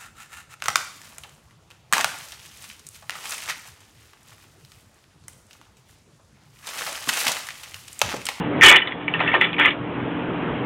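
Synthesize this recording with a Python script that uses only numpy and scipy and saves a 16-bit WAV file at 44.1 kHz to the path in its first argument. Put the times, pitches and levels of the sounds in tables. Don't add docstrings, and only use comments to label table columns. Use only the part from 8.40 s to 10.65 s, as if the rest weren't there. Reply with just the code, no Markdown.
import sys
import numpy as np
from scipy import signal
from scipy.fft import rfft, irfft
from scipy.io import wavfile
from scipy.ndimage import uniform_filter1d, map_coordinates

SR = 44100
rng = np.random.default_rng(int(sys.argv[2]) if len(sys.argv) > 2 else 0)


def invert_db(level):
    return 10 ** (np.asarray(level, dtype=float) / 20)


def transcribe(signal):
    frames = np.atleast_2d(signal).T
    limited = np.clip(frames, -1, 1)
    pcm = np.round(limited * 32767).astype(np.int16)
    wavfile.write(sys.argv[1], SR, pcm)


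N = 99225


def unit(x):
    return x / np.sqrt(np.mean(x ** 2) + 1e-20)


def peak(x):
    return x / np.abs(x).max()


def along(points, hz):
    f, v = np.transpose(points)
    return np.interp(np.log(hz + 1), np.log(f + 1), v)


def curve(rows):
    return np.interp(np.arange(N) / SR, *np.transpose(rows))


def wobble(rate):
    knots = rng.standard_normal(int(N * rate / SR) + 4)
    return map_coordinates(knots, [np.arange(N) * rate / SR])


def filtered(x, points):
    return irfft(rfft(x) * invert_db(along(points, np.fft.rfftfreq(N, 1 / SR))), N)


def ring(modes, extra_db, phase, t):
    hz, db, t60 = np.transpose(modes)[:, :, None]
    decay = invert_db(db + extra_db[:, None] - 60 * t / t60)
    waves = decay * np.sin(2 * np.pi * (hz * t + phase[:, None]))
    rise_s = 0.0002
    return waves.sum(axis=0) * (1 - np.exp(-t / rise_s))


# start_s, level_db (peak), pitch_hz (favoured), low_knock_db, chatter_s
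LATCH_BLOWS = [(.2107, 0.5, 1900, -26.5, 0.00311), (.2185, 0, 1825, -22, .001),
               (.2215, -1.5, 1815, -18, .002), (.2265, -7, 1815, -25.5, .003),
               (.2295, -3.5, 2270, -17, .003), (.234, 3, 3320, -24, .003), (.238, 3, 2830, -9, .006),
               (.243, 2, 1815, -17.5, 0.0017), (.2465, 1.5, 3097, -19.5, .003),
               (.251, -0.5, 2270, -21.5, .005), (.256, 2.5, 2970, -9, .003), (.26, 2.5, 1815, -17, 0.0053),
               (.2635, 4.5, 1719, -11.5, .004), (.271, 3, 2270, -9.5, 0.0044), (.2755, -1, 3488, -12, .003),
               (.28, 0.5, 2830, -16, .003), (.284, 8.5, 2970, -17.5, .005), (.292, 5, 2970, -20, .004),
               (.299, -7, 1950, -16, .003), (.304, 5, 2420, -14.5, .004), (.3105, -6, 2830, -19.5, .002),
               (.3145, -2, 1950, -19, 0.0045), (.3205, -6, 1950, -12.5, .002), (.324, 1, 1950, -17, .002),
               (.3365, -0.5, 2420, -19, 0.0016), (.3468, 0.5, 1815, -22.5, 0.0022),
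               (.352, -2, 2970, -22, .002), (.359, 1.5, 2970, -24.5, 0.0053),
               (.365, -4.5, 3320, -10.5, .005), (.377, -4.5, 3320, -25, .004),
               (.386, -6.5, 2055, -19.5, 0.0018), (.399, -12.5, 2270, -7, 0.0026),
               (.406, -15.5, 2620, -21.5, .002), (.4175, -9, 2970, -24.5, .003),
               (.4255, -18.5, 2420, -15, 0.0023)]
GUIDE_KNOCKS = [(.4606, -25, 1950, -14.5, 0.0022), (.4731, -9, 3320, -11, 0.0023),
                (.488, -25, 1340, -33, 0.0027), (.5205, -13, 3320, -19.5, 0.0035),
                (.6806, -4.5, 2270, -15, 0.00093), (.7385, -5.5, 2620, -16, 0.00064),
                (.7445, -13.5, 1815, -29, 0.009), (.806, -14, 917, 5.5, 0.0028),
                (.794, -13.5, 2055, -16.5, 0.0015), (.8025, -6.5, 1340, -8.5, .004),
                (.809, -7, 1950, -0.5, 0.0035), (.835, -19, 2055, -14.5, 0.0019),
                (.8602, -15.5, 1815, -28.5, 0.0024), (.8717, -16, 2270, -27.5, 0.0026),
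                (.877, -6.5, 2620, -26.5, .005), (.885, -7, 1815, -12, 0.012),
                (.9161, -12.5, 2270, -7.5, 0.0086), (.932, -10.5, 1950, -21.5, 0.0025),
                (.9405, -1.5, 2620, -8, 0.0019), (.9435, -9, 1719, -19.5, .002),
                (.9505, -5.5, 1815, -8.5, .0015), (.962, -9.5, 370, 6, .015)]
CLEARING_BLOWS = [(1.0115, -5, 2620, -20, .0004), (1.0125, -.5, 2055, -20, .0002),
                  (1.007, -16, 1950, -15, .003), (1.0175, -11, 2620, -20, .002),
                  (1.0195, -6, 2055, -20, .002), (1.0235, -8, 2055, -20, .003),
                  (1.029, -11, 1950, -20, .002), (1.0335, -10, 2270, -20, .003),
                  (1.039, -10, 2970, -20, .004), (1.0435, -10, 3320, -20, .003),
                  (1.05, -11, 2270, -20, .004), (1.1305, -13, 2420, -20, .002),
                  (1.14, -16, 2420, -20, .003), (1.1645, -20, 2270, -20, .004),
                  (1.1805, -10, 2055, -12, .007), (1.19, -12, 2970, -15, .005),
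                  (1.2104, -4, 2270, -20, .002), (1.217, -9, 2270, -20, .004),
                  (1.2245, -10, 2055, -20, .003), (1.2357, -3.5, 1815, -20, .0015),
                  (1.244, -12, 3320, -20, .003), (1.2495, -7, 2420, -20, .002),
                  (1.2515, 1, 2420, -24, .0004), (1.2575, 0, 2055, -24, .0008),
                  (1.264, -6, 2055, -24, .002), (1.2785, -8, 2970, -15, .005),
                  (1.286, -12, 2970, -20, .008), (1.3065, -11, 3480, -20, .003),
                  (1.316, -17, 2270, -20, .008)]
# pitch_hz, level_db, t60_s
RACK_MODES = [(1340, -9, 0.069), (1719, -6, 0.025), (1815, 4, 0.034), (1950, 6, 0.025), (2055, 1.5, 0.026),
              (2270, 4, 0.029), (2420, 3, 0.027), (2620, -1, 0.019), (2830, -11.5, 0.036),
              (2970, -4.5, 0.039), (3097, -4.5, 0.012), (3320, -2, 0.019), (3488, -2.5, 0.03),
              (3790, -6, 0.0064)]
BOARD_MODES = [(370, -9, 0.062), (520, -7.5, .015), (734, -0.5, 0.014), (917, -1, 0.014), (1150, -4, 0.011)]
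CONTACT_SNAP = [(1900, 6, .003), (2800, 15, 0.0037), (3650, -6, 0.0026)]


def contacts(rows):
    favour_db, favour_octaves = 12.5, .11
    scatter_db = 2
    detune = .012
    chatter_db = 7
    out, t = np.zeros(N + SR), np.arange(SR // 8) / SR
    split = len(RACK_MODES)
    mode_hz = np.transpose(RACK_MODES + BOARD_MODES)[0]
    for start_s, level_db, pitch_hz, low_knock_db, chatter_s in rows:
        octaves = np.log2(mode_hz / pitch_hz)
        favour = favour_db * np.exp(-(octaves / favour_octaves) ** 2)
        extra_db = favour + scatter_db * rng.standard_normal(len(mode_hz))
        phase = rng.random(len(mode_hz))

        shifts = 1 + detune * rng.uniform(-1, 1, split)
        seated = [(hz * shift, db, t60) for (hz, db, t60), shift in zip(RACK_MODES, shifts)]
        metal = ring(seated, extra_db[:split], phase[:split], t)
        snaps = len(CONTACT_SNAP)
        metal = metal + ring(CONTACT_SNAP, np.zeros(snaps), phase[:snaps], t)
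        board = ring(BOARD_MODES, extra_db[split:], phase[split:], t)

        grit = rng.standard_normal((2, len(t))).prod(axis=0) * np.exp(-t / chatter_s)
        push = invert_db(chatter_db) * grit / np.linalg.norm(grit)
        push[0] = 1
        hit = signal.fftconvolve(push, peak(metal) + invert_db(low_knock_db) * peak(board))[:len(t)]
        out[round(start_s * SR):][:len(t)] += invert_db(level_db) * peak(hit)
    return out[:N]


# start_s, level_db
DRAG_LEVEL = [(.2, -53), (.23, -7), (.32, -11.5), (.4, -28.5), (.47, -35), (.66, -41), (.75, -34),
              (.82, -27), (.91, -27.5), (.96, -24), (1.0, -28), (1.06, -26), (1.1, -36), (1.175, -43.5),
              (1.19, -18), (1.29, -17.5), (1.35, -61)]
# start_s, level_db (over the rack)
BOARD_FLEX = [(.2, -8.5), (.45, -2.5), (.75, -0.5), (.82, 0.5), (.91, -4), (.97, 4.5), (1.03, -3),
              (1.3, -13.5)]


def grain_ring(slips, modes, t):
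    damping = .25
    held = [(hz, db, damping * t60) for hz, db, t60 in modes]
    response = ring(held, np.zeros(len(held)), rng.random(len(held)), t)
    return unit(signal.fftconvolve(slips, response)[:N])


def slide():
    slips_per_s, slip_spread_db, sway_db = 1100, 6, 2
    chance, t = rng.random((3, N)), np.arange(SR // 10) / SR
    happens = chance[0] < slips_per_s / SR
    size = invert_db(-slip_spread_db * np.log(chance[1] + 1e-9) / 3)
    slips = happens * size * np.sign(chance[2] - .5)
    rack = grain_ring(slips, RACK_MODES + CONTACT_SNAP, t)
    board = grain_ring(slips, BOARD_MODES, t)
    level = invert_db(curve(DRAG_LEVEL) + sway_db * wobble(45))
    return level * (rack + invert_db(curve(BOARD_FLEX)) * board)


# pitch_hz, t60_s
CABINET_DECAY = [(300, 0.12), (2000, 0.13), (4000, 0.17)]


def cabinet(x):
    hz, t, z = signal.stft(rng.standard_normal(SR // 3), SR, nperseg=256)
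    decay = invert_db(-60 * t / along(CABINET_DECAY, hz)[:, None])
    tail = signal.istft(z * decay, SR, nperseg=256)[1]
    delayed = np.pad(x, (100, 0))
    return signal.fftconvolve(delayed, tail / np.linalg.norm(tail))[:N]


# start_s, level_db
FAN_DUCKING = [
    (0.0, -27.5),
    (0.17, -25.5),
    (0.32, -27.5),
    (0.39, -39.5),
    (0.61, -35.5),
    (0.81, -31.5),
    (1.0, -34),
    (1.21, -33.5),
    (1.7, -28.5),
    (2.25, -27),
]
# pitch_hz, level_db (per Hz)
FAN_AIR = [(30, -26.5), (140, -7.5), (310, -6.5), (700, -13.5), (1000, -16), (3000, -26), (3900, -36),
           (4900, -61.5)]
# shaft_multiple, level_db (over the air)
SHAFT_ORDERS = [(3, -13), (4, -12), (5, -24), (6, -15), (7, -6.5), (8, -20), (9, -22), (11, -18)]


def fans():
    patchy_db, sway_db, flutter_db = 1.4, .6, 3.5
    shaft_hz, wander = 42.11, 0.0045
    z = signal.stft(rng.standard_normal(N), nperseg=512)[2]
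    field = uniform_filter1d(rng.standard_normal(z.shape), 5, 0)
    patches = unit(uniform_filter1d(field, 10, 1))
    noise = signal.istft(z * invert_db(patchy_db * patches), nperseg=512)[1][:N]
    air = unit(filtered(noise, FAN_AIR))

    turn = 2 * np.pi * np.cumsum(shaft_hz * (1 + wander * wobble(6.55))) / SR
    hum = np.zeros(N)
    for multiple, level_db in SHAFT_ORDERS:
        level = invert_db(level_db + 3.5 + flutter_db * wobble(14))
        hum += level * np.sin(multiple * turn + 2 * np.pi * rng.random())
    return invert_db(curve(FAN_DUCKING) + 1.48 + sway_db * wobble(9.2)) * (air + hum)


# pitch_hz, level_db
CARD_RADIATION = [(100, -37.5), (300, -10), (500, -1.5)]


def scene():
    blows = contacts(LATCH_BLOWS) + contacts(GUIDE_KNOCKS) + contacts(CLEARING_BLOWS)
    card = filtered(blows + slide(), CARD_RADIATION)
    return (card + invert_db(-8) * cabinet(card) + fans())[None]


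def low_pass(x):
    return signal.sosfilt(signal.butter(12, 16480, fs=SR, output="sos"), x)


# pitch_hz, level_db
MICROPHONE_BAND = [(3300, -1), (3700, -7), (4000, -9.5), (4300, -16), (4700, -42.5), (5000, -120)]


def record(dry):
    clip_level = .71
    clipped = np.clip(filtered(dry, MICROPHONE_BAND), -clip_level, clip_level)
    mix = filtered(clipped, [(16300, 0), (16500, -80)])
    return low_pass(mix)


dry = scene()
out = record(dry)
transcribe(out)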